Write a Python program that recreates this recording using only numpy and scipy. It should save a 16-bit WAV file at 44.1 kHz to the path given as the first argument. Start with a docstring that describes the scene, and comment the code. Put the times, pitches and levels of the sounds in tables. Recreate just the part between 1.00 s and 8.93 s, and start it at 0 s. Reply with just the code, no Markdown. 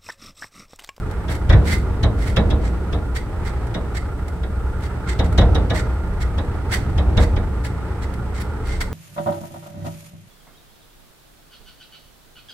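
"""Inside a car that crawls along a rutted dirt track, close behind a diesel tractor, for about 8 s.
From the start the ground drives the cabin air into a low boom, the tractor hums and clatters, a thin hiss lies below.
Ruts near 0.6 and 1.5 s swell the boom and panel drumming; knocks of the suspension crowd the first 2 s.
After a sparser stretch, ruts near 4.5 and 6.2 s come with more knocks: ringing joint, decaying body and panel modes.
Loose plastic trim scrapes by dense tiny slips and ticks at random from beginning to end."""
import sys
import numpy as np
from scipy import signal
from scipy.fft import rfft, irfft
from scipy.io import wavfile
from scipy.ndimage import uniform_filter1d

SR = 44100
rng = np.random.default_rng(int(sys.argv[2]) if len(sys.argv) > 2 else 0)


def dump(signal):
    """Clip the signal to [-1, 1] and save it as 16-bit WAV at the path in sys.argv[1]."""
    limited = np.clip(np.atleast_2d(signal).T, -1, 1)
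    pcm = np.round(limited * 32767).astype(np.int16)
    wavfile.write(sys.argv[1], SR, pcm)


N = 349713
T = np.arange(N) / SR  # time in s


def amp(db):
    """Decibel definition: amplitude ratio of a level in dB."""
    return 10 ** (np.asarray(db) / 20)


def unit(x):
    """Normalisation: scale to rms 1."""
    return x / np.sqrt(np.mean(x ** 2) + 1e-20)


def noise(size=N):
    """Incoherence: two unrelated white noises, one per channel."""
    return rng.standard_normal((2, size))


def gains(points, size):
    """Spectral envelope: gain of a (Hz, dB) outline at each frequency of a sound of this size."""
    hz, db = np.transpose(points)
    log_bins = np.log(np.fft.rfftfreq(size, 1 / SR) + 1e-9)
    return amp(np.interp(log_bins, np.log(hz), db))


def colour(x, points, size=1024):
    """Minimum-phase filtering: a folded cepstrum gives a causal filter with a (Hz, dB) outline."""
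    cepstrum = irfft(np.log(gains(points, size)))
    cepstrum[1:size // 2] *= 2
    cepstrum[size // 2 + 1:] = 0
    impulse = irfft(np.exp(rfft(cepstrum)))
    return signal.fftconvolve(x, impulse[None], axes=1)[:, :x.shape[1]]


def resonate(x, modes):
    """Modal superposition: parallel (Hz, width Hz, dB) resonances of alternating sign."""
    total = 0
    for k, (hz, width, db) in enumerate(modes):
        b, a = signal.iirpeak(hz, hz / width, SR)
        total = total + (-1) ** k * amp(db) * signal.lfilter(b, a, x)
    return total


def fade(t, t60):
    """Exponential decay: a fall of 60 dB in t60 seconds."""
    return np.exp(-np.log(1000) * t / t60)


def ring(t, modes, detune):
    """Free vibration: (Hz, t60 s, dB) modes set going by one blow, each time a little differently."""
    total = 0
    for hz, t60, db in modes:
        pitch = hz * (1 + detune * rng.standard_normal())
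        phase = rng.random((2, 1))  # in turns, one per channel
        total = total + amp(db) * fade(t, t60) * np.sin(2 * np.pi * (pitch * t + phase))
    return total


def rise(t, seconds):
    """Exponential onset: approach to full strength with this time constant."""
    return 1 - np.exp(-t / seconds)


def blow(x, db, size=2048):
    """Onset level: set the rms of the first moments of a hit."""
    return x * amp(db) / np.sqrt(np.mean(x[..., :size] ** 2))


def walk(rate):
    """Smoothed random process: a slow wander with a spread near 1, stepping at this rate in Hz."""
    k = int(SR / rate)
    steps = np.repeat(rng.standard_normal(N // k + 1), k)
    return unit(uniform_filter1d(uniform_filter1d(steps, k), k)[:N])


def add(out, s, x):
    """Superposition: mix a short sound in at time s."""
    i = max(int(s * SR), 0)
    out[:, i:i + x.shape[1]] += x[:, :N - i]


# Suspension knocks. 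Each row: time in seconds, force at the joint in dB, ping pitch in Hz,
# clunk of the stop in dB, thump of the body in dB, thump pitch in Hz.
KNOCKS = [(0.2855, -36, 3490, -40, -24, 77), (0.4989, -24.5, 3560, -25.5, -10.5, 66.8),
          (0.5298, -29, 3640, -28, -12, 97), (1.035, -25, 4080, -34, -14, 74.5),
          (1.3684, -21, 3420, -28, -17, 110), (1.5075, -29, 3540, -40, -18, 73),
          (1.931, -32.5, 3500, -42.5, -21.5, 66), (2.7471, -31, 3800, -37.5, -29, 83),
          (3.435, -41, 3420, -42, -39, 105), (4.1951, -25.5, 3850, -34, -18.5, 64.4),
          (4.383, -19, 3990, -29, -12.5, 76.2), (4.4151, -30, 3580, -37, -22, 51),
          (4.553, -26, 3840, -36, -19, 68.8), (4.7043, -26.5, 3830, -32.5, -20.5, 72.7),
          (5.3841, -33.5, 3470, -41, -29.5, 72), (5.9827, -30, 3370, -38, -19.5, 64),
          (6.176, -23, 3820, -30.5, -11.5, 61.4), (6.3662, -35.5, 3330, -38, -19.5, 54.8)]
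# Spectrum of the joint's first touch. Each row: frequency in Hz, level in dB.
TOUCH = [(1000, -8), (3000, 6), (4000, 0.5), (4800, 0), (5900, -3), (7200, -8), (11000, -16.5),
         (16000, -30)]
# Bright ring of the joint. Each row: multiple of the ping pitch, decay time t60 in seconds, level in dB.
PING = [(.76, 0.13, -11.5), (0.879, 0.094, -21), (0.942, 0.066, -1), (1, 0.042, 1.5), (1.052, 0.03, -4),
        (1.5, 0.047, -8.5)]
# Spectrum of the noise in the ping. Each row: frequency in Hz, level in dB.
CRACK = [(1500, -11), (2500, 6.5), (3100, 5.5), (3900, 14.5), (4250, -16), (4700, -9), (5800, -24),
         (7200, -40), (16000, -57)]
# Spectrum of the noise in the clunk. Each row: frequency in Hz, level in dB.
CLUNK = [(200, -2), (700, -2), (1200, 0.5), (2050, 5.5), (2500, -1.5), (4000, -26.5), (16000, -62)]
# Modes of the knocking joint. Each row: frequency in Hz, decay time t60 in seconds, level in dB.
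JOINT = [(1260, 0.089, -3), (1470, 0.25, -5), (1700, 0.23, -4), (1864, 0.19, -3.5), (2215, 0.13, -1.5)]
# Modes of the sheet panels, here and in rolling. Each row: frequency in Hz, decay time t60 in seconds, level in dB.
PANELS = [(176.1, 0.56, 2.5), (212.8, 0.89, -2), (293.4, 0.65, 0), (336, 0.24, -7), (447.5, 0.37, -4),
          (476, 0.75, -2.5), (536.5, 0.39, -7), (624.7, 0.55, -4), (691, 0.29, -8.5), (809, 0.34, -22.5)]
# Spectrum of the panels' shudder. Each row: frequency in Hz, level in dB.
PANEL_NOISE = [(70, -12.5), (170, -1.5), (400, -1.5), (700, -2.5), (1100, -11.5), (2000, -28), (4000, -42),
               (16000, -73)]
# Modes of the body's thump. Each row: multiple of the thump pitch, decay time t60 in seconds, level in dB.
THUMP = [(.68, 0.61, -5), (1, .18, 3), (1.45, 0.35, -4.5)]
USUAL_KNOCK_DB = -28.5  # a knock of this force pings and shakes the panels at the following levels
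PING_DB, PANEL_DB = -36, -25.5
PANEL_GROWTH = 0.75  # dB per dB of force


def knocks():
    """Impact excitation: a joint touches, then hits its stop; clunk, ping, body thump and panel modes decay freely."""
    out, t = np.zeros((2, N)), T[:int(.7 * SR)]
    for s, force_db, ping_hz, clunk_db, thump_db, thump_hz in KNOCKS:
        harder_db = force_db - USUAL_KNOCK_DB
        touch = colour(noise(len(t)) * rise(t, 0.0035) * fade(t, 0.067), TOUCH)

        onset = rise(t, 0.0021)
        chatter = noise(len(t)) * onset * fade(t, 0.15)
        ping_modes = [(ratio * ping_hz, t60, db) for ratio, t60, db in PING]
        bright = ring(t, ping_modes, detune=0.0096)
        ping = blow(colour(chatter, CRACK), 0) + blow(bright * onset, 0.5)
        clunk = blow(colour(chatter, CLUNK), 0) + blow(ring(t, JOINT, detune=0.0188) * onset, -4.0)

        shudder = colour(noise(len(t)), PANEL_NOISE) * fade(t, 0.4)
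        panels = blow(shudder, 0) + blow(ring(t, PANELS, detune=.008), -0.74)
        panels = panels * rise(t, 0.0047)

        shove = 0
        for ratio, t60, db in THUMP:
            shove = shove + amp(db) * fade(t, t60) * np.sin(2 * np.pi * ratio * thump_hz * t)
        thump = blow(-shove * rise(t, 0.0061), thump_db)

        # the touch comes first, the others start within 2 ms of each other
        add(out, s - .007, blow(touch, PING_DB + harder_db - 6.5))
        add(out, s - .0015, blow(ping, PING_DB + harder_db) + blow(clunk, clunk_db))
        add(out, s - .001, blow(panels, PANEL_DB + PANEL_GROWTH * harder_db))
        add(out, s - .003, thump * np.ones((2, 1)))  # alike in both channels
    return out


# Air resonances of the cabin. Each row: frequency in Hz, width in Hz, level in dB.
CABIN = [(27.2, 5.7, -10.5), (43.9, 7.2, -7), (63.1, 16.9, -0.5), (87.1, 21.3, -4.5), (113.8, 22.7, -9)]
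# Spectrum of the drumming panels. Each row: frequency in Hz, level in dB.
DRUMMING = [(90, -20.5), (170, 3), (260, -0.5), (400, -3), (600, -12.5), (1000, -17.5), (1800, -29.5),
            (2600, -30.5), (5000, -40.5), (16000, -63)]
# Ruts that set the car shaking. Each row: deepest moment in seconds, build-up in seconds,
# settling in seconds, boom in dB, panel drumming in dB.
RUTS = [(0.56, 0.087, 0.26, -13, -26), (1.46, 0.28, 0.4, -18.5, -29), (4.45, 0.21, 0.33, -14, -27.5),
        (6.2, 0.45, 0.27, -16, -30.5)]
BOOM_DB, DRUM_DB = -25.5, -37  # cabin boom and panel drumming on level ground


def rolling():
    """Forced vibration: rough ground drives cabin air and panels; both swell into each rut and settle after it."""
    boom = resonate(noise(), CABIN)
    band = signal.butter(3, [22, 150], "band", fs=SR, output="sos")
    boom = unit(signal.sosfilt(band, boom))
    # the boom stays fairly even between ruts
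    local_power = uniform_filter1d(boom ** 2, size=6000)
    boom = unit(boom / np.sqrt(local_power + 0.68))

    panels = [(hz, 7 / t60, db) for hz, t60, db in PANELS]  # faster decay, wider resonance
    drum = unit(colour(noise(), DRUMMING)) + amp(-5.5) * unit(resonate(noise(), panels))

    heave, shudder = np.zeros((2, N))
    for s, build, settle, boom_db, drum_db in RUTS:
        shake = np.exp(-np.maximum((s - T) / build, (T - s) / settle))
        heave += amp(boom_db) * shake
        shudder += amp(drum_db) * shake
    return boom * np.hypot(amp(BOOM_DB), heave) + drum * np.hypot(amp(DRUM_DB), shudder)


def reflect(x, t60, wet_db):
    """Reverberation: dense, short reflections from windows and dashboard."""
    t = T[:SR // 3]
    tail = noise(len(t)) * fade(t, t60)
    tail = tail / np.sqrt(np.sum(tail[0] ** 2))
    return x + amp(wet_db) * signal.fftconvolve(x, tail, axes=1)[:, :N]


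# Strokes of sliding trim. Each row: middle in seconds, length in seconds, level in dB,
# sizzle against that level in dB; levels hold before colouring.
SLIDES = [(0.327, .08, -35.5, -13), (0.711, 0.1, -26, -14), (1.256, 0.13, -35, -14),
          (1.657, 0.07, -37.5, -21), (2.169, 0.036, -29, -15.5), (2.471, 0.055, -35.5, -16),
          (2.965, 0.039, -33.5, -16), (3.846, 0.052, -36, -15), (4.099, 0.062, -31, -20),
          (4.257, 0.031, -34, -15), (4.775, 0.058, -23.5, -17), (5.221, 0.031, -31, -15.5),
          (5.741, .065, -24.5, -14.5), (6.22, 0.053, -26.5, -15.5), (6.657, 0.032, -31, -13.5),
          (7.035, .035, -35.5, -17), (7.371, 0.063, -36, -19), (7.414, 0.022, -32, -10),
          (7.719, 0.12, -34.5, -19), (7.818, 0.023, -21.5, -14)]
# Spectrum of the scrape. Each row: frequency in Hz, level in dB.
SCRAPE = [(300, -7), (1100, -5.5), (1500, 2.5), (2050, 2.5), (2500, -8.5), (3400, -6), (4500, -8),
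          (5300, -6.5), (6600, -11.5), (8000, -8), (9500, -13.5), (16000, -35)]
# Resonances of the plastic. Each row: frequency in Hz, width in Hz, level in dB.
TRIM = [(1800, 60, -23), (1950, 46, 4), (2072, 59, 3.5), (4680, 98, -8), (7240, 81, -20), (8170, 110, -18)]
# Spectrum of the sizzle. Each row: frequency in Hz, level in dB.
SIZZLE = [(3000, -35.5), (7000, -16), (10000, 3), (14000, -10), (16000, -9)]
SLIDE_EDGE = 2.9  # 2 is a bell-shaped swell, more holds the pressure longer
CATCH_DB, CATCHES_PER_S = 2.23, 70  # the plastic catches and lets go while it slides
TICKS_PER_S, TICK_DB, TICK_SCATTER_DB, TICK_T60_S = 1.8, -38, 7, 0.042  # levels before colouring
SLIDE_WET_DB, SLIDE_T60_S = -8, 0.31  # the cabin's reflections of the trim


def trim():
    """Stick-slip friction: plastic slides in dense tiny slips that swell and die away; now and then it only ticks."""
    pressure, sharpness, taps = np.zeros((3, N))
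    for middle, length, db, sizzle_db in SLIDES:
        stroke = amp(db) * np.exp(-np.abs(2 * (T - middle) / length) ** SLIDE_EDGE)
        pressure += stroke
        sharpness += stroke * amp(sizzle_db)

    slip_sizes = unit(amp(3.8 * rng.exponential(size=N).clip(0, 5)))
    slips = slip_sizes * noise() * amp(1.7 * walk(200))
    slips = slips * amp(CATCH_DB * walk(CATCHES_PER_S))

    # one tick at a random moment of each equal slot of time; slots past the end stay unheard
    for k, (when, strength) in enumerate(rng.random((32, 2))):
        s = (k + when) / TICKS_PER_S
        tick_db = TICK_DB + TICK_SCATTER_DB * (2 * strength - 1)
        taps += amp(tick_db) * (T >= s) * fade(np.abs(T - s), TICK_T60_S)

    rub = slips * pressure + taps * noise()
    sizzle = colour(slips * sharpness + amp(-13) * taps * noise(), SIZZLE)
    sound = amp(5) * colour(rub, SCRAPE) + amp(11) * resonate(rub, TRIM) + amp(7.0) * sizzle
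    balance = amp(np.array([[-1.5], [1.5]]))  # stronger on the right
    return reflect(sound, t60=SLIDE_T60_S, wet_db=SLIDE_WET_DB) * balance


# Tones of the tractor exhaust. Each row: multiple of crank speed, level in dB.
EXHAUST = [(1, 0.5), (2, 2.5), (3, -9), (4, -5.5), (5, -19.5), (6, -8.5), (7, -12.5), (12, -15), (15, -14)]
# Spectrum of the engine clatter. Each row: frequency in Hz, level in dB.
CLATTER = [(200, -15.5), (400, 4.5), (650, -8), (860, 2.5), (1080, -6.5), (1260, -1), (1410, -8),
           (1560, -8.5), (2000, -10.5), (2700, -20), (3300, -22.5), (4500, -27.5), (16000, -45)]
# Resonances of the fluttering rattle. Each row: frequency in Hz, width in Hz, level in dB.
FLUTTER = [(1284, 170, 0), (1421, 134, 2.5)]
CRANK_HZ = 29.22  # mean speed
FLUTTER_DB, FLUTTER_DEPTH_DB = -47, 4


def tractor():
    """Harmonic series and amplitude modulation: exhaust tones on the crank speed, clatter pulsing with each turn."""
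    speed = CRANK_HZ * (1 + 0.00987 * walk(1.5) + 0.01219 * walk(15))
    turns = np.cumsum(speed) / SR
    hum = 0
    for k, db in EXHAUST:
        level = amp(db + 4.5 * walk(5))
        hum = hum + level * np.sin(2 * np.pi * (round(k) * turns + rng.random()))

    beat = 1 + 0.16 * np.cos(2 * np.pi * turns) + 0.061 * np.cos(4 * np.pi * turns)
    clatter = unit(colour(noise() * beat * amp(1.1 * walk(60)), CLATTER))
    flutter = unit(resonate(noise() * beat, FLUTTER) * amp(FLUTTER_DEPTH_DB * walk(45)))
    whine = unit(resonate(noise(), [(1409.4, 17, 0)]))  # Hz, width Hz, dB

    engine = amp(-29.5) * unit(hum) + amp(-38.0 + 1.23 * walk(2.976)) * clatter
    return engine + amp(FLUTTER_DB) * flutter + amp(-53.0 + 3 * walk(8)) * whine


# Spectrum of the hiss. Each row: frequency in Hz, level in dB.
HISS = [(1000, 2.5), (4000, 0.5), (6900, -1.5), (8000, 7.5), (9000, 3), (12000, -3.5), (16000, -6)]


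def hiss():
    """Stationary broadband noise: a thin, steady hiss under everything."""
    return amp(-56.0) * unit(colour(noise(), HISS))


# Difference between the two microphones. Each row: frequency in Hz, side minus mid in dB.
WIDTH = [(30, -17), (80, -21), (140, -18.5), (280, -7.5), (700, -9.5), (1400, -10), (2200, 1.5), (16000, 0)]
# Balance of the two microphones. Each row: frequency in Hz, left minus right in dB.
LEAN = [(60, -0.5), (140, 0.2), (280, -2), (900, -0.5), (1450, -3.5), (2300, -4), (4000, 1.5),
        (16000, -0.5)]


def spread(x):
    """Spatial coherence: long waves reach both sides nearly alike, short ones differently."""
    a, b = rfft(x, 2 * N)
    width, lean = gains(WIDTH, 2 * N), np.sqrt(gains(LEAN, 2 * N))
    mid = a / np.hypot(1, width)
    side = 1j * b * width / np.hypot(1, width)  # a quarter turn of phase
    return irfft(np.array([(mid + side) * lean, (mid - side) / lean]))[:, :N]


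def scene():
    """Superposition: car, tractor and hiss share one stereo spread; the trim keeps its own."""
    return spread(knocks() + rolling() + tractor() + hiss()) + trim()


TOP_HZ = 15700


def record(dry):
    """Clipping and band limiting: the microphone overloads beyond full scale; the top is cut."""
    low_pass = signal.ellip(10, .1, 80, TOP_HZ, fs=SR, output="sos")
    return signal.sosfilt(low_pass, np.clip(dry, -1, 1))


dry = scene()
out = record(dry)
dump(out)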